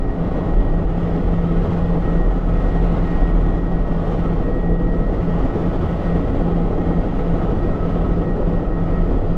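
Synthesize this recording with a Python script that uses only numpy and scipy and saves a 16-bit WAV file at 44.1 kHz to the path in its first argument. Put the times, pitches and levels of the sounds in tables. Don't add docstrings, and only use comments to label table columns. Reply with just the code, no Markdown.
import sys
import numpy as np
from scipy import signal
from scipy.fft import rfft, irfft, next_fast_len
from scipy.io import wavfile
from scipy.ndimage import uniform_filter1d, minimum_filter1d, map_coordinates

SR = 44100
rng = np.random.default_rng(int(sys.argv[2]) if len(sys.argv) > 2 else 0)


def put_to_file(sound):
    columns = np.atleast_2d(sound).T
    safe = np.clip(columns, -1, 1)
    whole_steps = np.round(safe * 32767)
    wavfile.write(sys.argv[1], SR, whole_steps.astype(np.int16))


N = 413216
BLADE_HZ = 39.1


def amp(db):
    return 10 ** (np.asarray(db) / 20)


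def unit(x):
    return x / np.sqrt(np.mean(np.abs(x) ** 2) + 1e-20)


def curve(rows):
    return np.interp(np.arange(N) / SR, *np.transpose(rows))


def spectrum_db(rows, hz):
    knots_hz, knots_db = np.transpose(rows)
    return np.interp(np.log(hz + 1), np.log(knots_hz + 1), knots_db)


def wobble(rate_hz):
    knots = rng.standard_normal(int(N * rate_hz / SR) + 4)
    return map_coordinates(knots, [np.arange(N) * rate_hz / SR])


def filtered(x, response):
    size = next_fast_len(N + SR // 2)
    return irfft(rfft(x, size) * response(np.fft.rfftfreq(size, 1 / SR)), size)[:N]


def noise(shape_db):
    size = next_fast_len(N)
    hz = np.fft.rfftfreq(size, 1 / SR)
    white = rng.standard_normal(len(hz)) + 1j * rng.standard_normal(len(hz))
    return unit(irfft(amp(shape_db(hz)) * white, size)[:N])


def steadied(x, samples):
    return x / np.sqrt(np.abs(uniform_filter1d(np.abs(x) ** 2, samples)) + 1e-9)


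def patchy(x, depth_db):
    frames = signal.stft(x, nperseg=2048)[2]
    patches = uniform_filter1d(rng.standard_normal(frames.shape), size=4, axis=0)
    patches = uniform_filter1d(patches, size=9, axis=1)
    return unit(signal.istft(frames * amp(depth_db * unit(patches)), nperseg=2048)[1][:N])


def tone(hz, speed, half_width_hz, scatter):
    size = 16384
    offset_hz = np.fft.fftfreq(size, N / SR / size)
    skirt = 1 / np.sqrt((1 + (offset_hz / half_width_hz) ** 2)
                        * (1 + (offset_hz / (6 * half_width_hz)) ** 2))
    eddies = unit(np.fft.ifft(skirt * (rng.standard_normal(size) + 1j * rng.standard_normal(size))))
    swirl = steadied(np.sqrt(1 - scatter) + np.sqrt(scatter) * eddies, samples=600)
    swirl = np.interp(np.arange(N) * size / N, np.arange(size), swirl)
    return unit(np.real(swirl * np.exp(2j * np.pi * hz * np.cumsum(speed) / SR)))


def swell(middle_s, length_s, edge_s):
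    inside_s = (length_s + edge_s) / 2 - np.abs(np.arange(N) / SR - middle_s)
    return np.sin(np.pi / 2 * np.clip(inside_s / edge_s, 0, 1)) ** 2


def surging(rows, hz, speed, edge_s, detune, slip_turns, sag_hz=0, settle_s=0.093):
    out, t = np.zeros(N), np.arange(N) / SR
    turns, phase = hz * np.cumsum(speed) / SR, 0
    for (middle_s, length_s, db), (step, shift) in zip(rows, rng.uniform(-1.005, 1, (len(rows), 2))):
        envelope = swell(middle_s, length_s, edge_s)
        span = envelope > 0
        phase += slip_turns * step
        inside_s = np.maximum(length_s / 2 - np.abs(t[span] - middle_s), 0)
        bend_hz = hz * detune * shift - sag_hz * np.exp(-inside_s / settle_s)
        carrier = np.sin(2 * np.pi * (turns[span] + phase + np.cumsum(bend_hz) / SR))
        out[span] += amp(db) * envelope[span] * carrier
    return np.sqrt(2) * out


# (time [s], level [dB])
SLIPSTREAM_DB = [(0, -51.5), (.2, -47), (.42, -45.5), (.81, -48.5), (1.08, -44.5), (1.25, -46.5),
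                 (1.68, -43), (2.0, -46), (2.11, -44.5), (2.24, -47), (2.65, -44.5), (3.03, -43.5),
                 (3.12, -43), (3.25, -44.6), (3.55, -46.5), (3.8, -48), (4.14, -43.5), (4.33, -45.5),
                 (4.7, -49.5), (5.05, -48), (5.25, -45), (5.7, -44), (6.03, -43), (6.3, -45.3),
                 (6.75, -46.5), (7.4, -45), (7.7, -46.5), (7.92, -44.5), (8.3, -48), (8.5, -46),
                 (8.72, -49.5), (8.9, -46.5), (9.37, -48)]

def slipstream():
    db = curve(SLIPSTREAM_DB)
    return db, db - db.mean()


# (centre [Hz], half width [Hz], level re slipstream [dB])
TURBINE_BANDS = [(7895, 80, -43.5), (10120, 260, -42.5), (12160, 400, -37), (13750, 290, -41.2)]
# (time [s], level [dB])
WHISTLE_DB = [(0, -84), (.8, -84.5), (1.1, -77.5), (4.1, -78), (4.7, -83), (5.75, -75), (6.6, -77),
              (7.05, -74.5), (8.3, -79), (8.85, -73), (9.37, -73)]
# (middle [s], length [s], level [dB])
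WHISTLE_GLINTS = [(.55, .03, -81.5), (1.02, .03, -82), (2.11, .09, -78.5), (3.29, .035, -76),
                  (3.49, .04, -82), (4.27, .04, -79.5), (4.44, .05, -79), (4.56, .04, -75),
                  (4.99, .06, -81), (5.56, .04, -80), (6.07, .04, -76), (6.99, .035, -77.5),
                  (8.68, .04, -83), (9.19, .04, -78)]

def turbine(speed, rush_db):
    bands = sum(amp(db) * noise(lambda hz: -20 * np.log10(1 + ((hz - centre_hz) / half_width_hz) ** 2))
                for centre_hz, half_width_hz, db in TURBINE_BANDS)
    bands *= amp(rush_db + 1.2 * wobble(25))
    whistle = amp(curve(WHISTLE_DB)) * tone(4775, speed, half_width_hz=20, scatter=0.85)
    glints = surging(WHISTLE_GLINTS, 7920, speed, edge_s=0.02, detune=0.002, slip_turns=0.5)
    return bands + whistle + glints


# (middle [s], length [s], level [dB])
MESH_SPELLS = [(.06, .14, -50), (.4, .14, -49), (0.592, .21, -45.5), (0.78, 0.13, -49), (1.162, .09, -48.5),
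               (1.58, 0.073, -51), (1.85, 0.21, -52), (2.144, 0.24, -45.3), (2.625, 0.18, -47),
               (2.767, .11, -43.5), (3.112, 0.15, -42.5), (3.265, 0.15, -45.5), (3.663, .57, -48.5),
               (4.27, .1, -49), (4.765, .66, -45.5), (5.4, .28, -48.8), (6.113, .17, -45),
               (6.81, 0.065, -49.5), (6.93, 0.16, -47), (7.67, 0.15, -48.5), (8.29, 0.14, -47.5),
               (8.558, .09, -46.5), (8.755, 0.11, -46.5), (8.965, 0.075, -45.5)]
# (time [s], level [dB])
LOWER_MESH_DB = [(0, -52), (.95, -49.5), (1.02, -43), (1.15, -55.5), (1.6, -41), (1.87, -61), (2.06, -39),
                 (2.2, -49), (2.48, -40), (2.62, -47), (3.15, -46), (3.6, -47), (4.19, -55), (4.26, -35),
                 (4.34, -48), (4.72, -49.5), (5.75, -43.5), (6.5, -47.5), (7.3, -46), (7.42, -36),
                 (7.55, -49), (7.71, -39), (7.79, -42), (7.88, -41), (8.15, -43), (8.43, -49), (8.66, -44),
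                 (9.0, -40.5), (9.23, -53), (9.37, -42.5)]
# (frequency [Hz], width [Hz], level [dB])
FAINT_WHINES = [(1467, 14, -53.8), (2448, 16, -68), (2800, 24, -74), (2935, 36, -70.5), (3965, 24, -76.5)]

def gearbox(speed, swing_db):
    mesh_hz, sag_hz, edge_s = 1897, 9, 0.035
    flutter_db = 1.15 * wobble(55) - 0.55 * np.minimum(wobble(22), 0) ** 2
    clear = surging(MESH_SPELLS, mesh_hz, speed, edge_s, detune=0.0006, slip_turns=0.25, sag_hz=sag_hz)
    ringing = sum(swell(middle_s, length_s, edge_s) for middle_s, length_s, _ in MESH_SPELLS)
    flicker = amp(-52.5 - 4 * ringing) * tone(mesh_hz - sag_hz / 2, speed, half_width_hz=17, scatter=0.97)
    lower = amp(curve(LOWER_MESH_DB)) * tone(1294, speed, half_width_hz=14, scatter=0.95)
    faint = sum(amp(db) * tone(hz, speed, width_hz / 2, scatter=0.8) for hz, width_hz, db in FAINT_WHINES)
    return amp(flutter_db) * clear + flicker + lower + amp(0.97 * swing_db) * faint


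# (frequency [Hz], relative density [dB])
ROAR_SPECTRUM = [(25, 1.5), (60, -2.5), (100, 0), (135, -2), (185, 0.5), (225, -5.5), (310, -4),
                 (400, -7.5), (540, -10.5), (730, -13), (920, -20), (1200, -23), (1480, -33.5), (3000, -56),
                 (9000, -110)]
# (centre [Hz], width [Hz], lift [dB])
CABIN_MODES = [(268.7, 45, 3.5), (351.6, 22, 2.5), (431, 24, 4.5), (486.4, 38, 4.5), (583.5, 11, 4),
               (666, 56, 2.5), (763, 15, 2.5), (819, 55, 4), (1093, 50, 3), (1284, 190, 2.5)]
# (time [s], gain [dB])
LOW_MID_DB = [(0, -1), (.45, -1), (.68, -1.2), (.97, -2), (1.2, 2.5), (1.38, -2), (1.53, 3), (1.85, -2.5),
              (2.1, 0.5), (2.3, -1.5), (3.3, -0.1), (3.57, 0.7), (3.76, -1), (4.08, -1), (4.25, .8),
              (5.35, 0), (5.5, 2.5), (5.7, 1), (6.0, -1.7), (6.35, 3), (6.6, 0.5), (6.8, 2.5), (7.2, -0.5),
              (7.47, 1.5), (7.9, -0.1), (8.37, 2), (8.85, -1.3), (9.15, 1.5), (9.37, -3)]
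# (time [s], gain [dB])
PANEL_DB = [(0, -0.5), (1.2, 0.5), (1.75, 1), (2.7, 0.5), (3.3, -1), (4.2, 0.5), (4.7, 3.5), (5.3, -1),
            (6.2, 0.5), (7.0, 0.7), (7.7, -1), (8.4, 0), (9.37, 1.5)]

def cabin_roar(swing_db):
    low_mid_hz, panel_hz, panel_half_width_hz, crossover_hz = 330, 480, 45, 583

    def modes_db(hz):
        return sum(db / (1 + (2 * (hz - centre) / width) ** 4) for centre, width, db in CABIN_MODES)

    roar = noise(lambda hz: spectrum_db(ROAR_SPECTRUM, hz) + modes_db(hz))
    roar = steadied(patchy(roar, depth_db=0.53), samples=6000)
    low_mid = filtered(roar, lambda hz: 1 / (1 + (2 * np.log((hz + 1) / low_mid_hz)) ** 4))
    roar += amp(curve(LOW_MID_DB)) * low_mid.std() * steadied(low_mid, samples=6000) - low_mid
    panel = filtered(roar, lambda hz: 1 / (1 + ((hz - panel_hz) / panel_half_width_hz) ** 4))
    roar += (amp(curve(PANEL_DB)) - 1) * panel
    deep = filtered(roar, lambda hz: 1 / (1 + (hz / crossover_hz) ** 6))
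    return deep + amp(0.6 * swing_db) * (roar - deep)


# (frequency [Hz], relative density [dB])
HISS_SPECTRUM = [(500, -4.5), (1200, 6.5), (1650, 4.5), (2000, 6), (2350, -1), (3300, -1.5), (3650, -7),
                 (5000, -13.5), (7500, -21.5), (9700, -31), (10700, -39.5), (13200, -37), (14300, -31.5),
                 (15700, -45)]
# (time [s], level [dB])
ROAR_DB = [(0, -23), (.42, -20), (1, -22.5), (1.5, -22.5), (2.4, -21.5), (3.55, -21.5), (3.8, -23),
           (4.3, -22), (6.5, -21.5), (9.37, -21.5)]

def airflow(speed, rush_db, swing_db):
    roar = cabin_roar(swing_db)
    hiss = patchy(noise(lambda hz: spectrum_db(HISS_SPECTRUM, hz)), depth_db=1.5)
    beat = np.sin(2 * np.pi * BLADE_HZ * np.cumsum(speed) / SR)
    eddies, gusts = wobble(50), wobble(20)
    roar_db = curve(ROAR_DB) - 0.37 * gusts + 0.92 * eddies + 0.82 * beat
    hiss_db = rush_db + 0.84 * eddies + 0.2 * beat
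    return amp(roar_db) * roar + amp(hiss_db) * hiss


# (middle [s], length [s], level [dB])
TAIL_SURGES = [(.2, 0.081, -21), (.32, 0.079, -27), (.55, 0.35, -28), (.8, 0.17, -25.5),
               (1.09, 0.36, -23.5), (1.46, 0.32, -20.3), (1.855, 0.35, -22.5), (2.145, .16, -23.5),
               (2.5, 0.15, -25.5), (2.81, 0.31, -24), (3.05, 0.16, -25), (3.26, 0.29, -27),
               (3.53, 0.14, -30.5), (3.77, 0.19, -27), (4.01, .23, -24), (4.26, 0.18, -23),
               (4.74, 0.2, -24), (4.99, 0.27, -26.5), (5.3, 0.18, -24), (5.645, 0.091, -20.3),
               (5.79, 0.077, -23.5), (5.93, 0.11, -28), (6.125, .14, -21), (6.455, 0.091, -20.5),
               (6.585, 0.15, -21.5), (6.92, 0.19, -21), (7.28, 0.11, -20.8), (7.45, .12, -27),
               (7.66, 0.23, -28), (7.86, 0.14, -24.5), (8.0, 0.13, -23.3), (8.21, 0.24, -28),
               (8.41, 0.05, -26), (8.55, 0.2, -24.5), (8.83, 0.14, -25), (8.99, 0.14, -23),
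               (9.32, 0.13, -23)]
# (time [s], level [dB])
TAIL_HUM_DB = [(0, -33), (1, -34), (1.65, -23.5), (2, -36), (3.3, -36), (3.7, -38), (4.15, -28.5),
               (4.7, -39.5), (6.1, -26.5), (6.9, -42), (7.8, -27), (8.3, -32.5), (9.37, -30.5)]

def tail_rotor(speed):
    tail_hz, bed_db = 169.4, -36.5
    drone = surging(TAIL_SURGES, tail_hz, speed, edge_s=0.08, detune=0.008, slip_turns=0.25)
    bed = amp(bed_db) * tone(tail_hz, speed, half_width_hz=3.9, scatter=1.0)
    hum = amp(curve(TAIL_HUM_DB)) * tone(tail_hz / 2, speed, half_width_hz=5.5, scatter=0.91)
    return drone + bed + hum


# (time [s], level [dB])
THROB_DB = [(0, -40), (.48, -34), (.6, -18.5), (.74, -34), (1.15, -31), (1.27, -21), (1.6, -22), (1.7, -36),
            (1.9, -25), (2.15, -31), (2.26, -16), (2.42, -19.5), (2.54, -17), (2.68, -21), (2.85, -14.5),
            (3.14, -20), (3.25, -15.5), (3.4, -15.5), (3.52, -18.5), (3.64, -22), (3.73, -18), (3.87, -19),
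            (4.05, -33.5), (4.95, -26), (5.2, -29), (5.46, -23), (5.6, -34.5), (9.37, -37)]
# (time [s], level [dB])
ROTOR_TOTAL_DB = [(0, -20.5), (.42, -28.5), (.56, -15.5), (.8, -18), (1.16, -26.5), (1.28, -18),
                  (1.58, -19), (1.69, -24.5), (1.92, -20), (2.25, -15.5), (2.42, -21.5), (2.54, -19.5),
                  (2.95, -17), (3.06, -16), (3.18, -14), (3.55, -16.5), (3.63, -22), (3.73, -15.5),
                  (3.92, -18.5), (4.15, -26), (4.42, -18.5), (4.7, -19), (4.95, -19), (5.22, -20.5),
                  (5.46, -16.5), (5.55, -30), (5.65, -20), (5.96, -24.5), (6.1, -23), (6.72, -18.5),
                  (6.82, -27), (6.92, -21.5), (7.6, -20), (7.77, -22.5), (8.0, -19.5), (8.8, -21.5),
                  (9.1, -17), (9.37, -20)]
# (frequency [Hz], relative density [dB])
RUMBLE_SPECTRUM = [(4, -12), (12, -12), (20, -4), (28, 5.5), (44, -0.5), (52, -4), (66, -25), (110, -35),
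                   (300, -106), (900, -120)]

def main_rotor(speed):
    throb_rms, total_rms = amp(curve(THROB_DB)), amp(curve(ROTOR_TOTAL_DB))
    rumble_rms = np.sqrt(np.maximum(total_rms ** 2 - throb_rms ** 2, 0.18 * total_rms ** 2))
    rumble = steadied(noise(lambda hz: spectrum_db(RUMBLE_SPECTRUM, hz)), samples=6500)
    throb = tone(BLADE_HZ, speed, half_width_hz=1.5, scatter=0.17)
    return throb_rms * throb + rumble_rms * rumble


# (time [s], speed re governed [ratio])
DRIVE_SPEED = [(0, .9994), (3, .9994), (3.5, 1.0002), (5.8, 1), (8, .9985), (9.37, .9985)]

def scene():
    speed = curve(DRIVE_SPEED) + 0.000805 * wobble(4)
    rush_db, swing_db = slipstream()
    rotors = main_rotor(speed) + tail_rotor(speed)
    air = airflow(speed, rush_db, swing_db)
    whines = gearbox(speed, swing_db) + turbine(speed, rush_db)
    return (rotors + air + whines)[None]


def record(dry):
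    ceiling_db, window_samples, top_hz = -5.3, 300, 15750
    gain = np.minimum(1, amp(ceiling_db) / (np.abs(dry[0]) + 1e-9))
    gain = minimum_filter1d(gain, 2 * window_samples)
    gain = uniform_filter1d(uniform_filter1d(gain, window_samples), window_samples)
    return filtered(dry[0] * gain, lambda hz: hz < top_hz)[None]


dry = scene()
out = record(dry)
put_to_file(out)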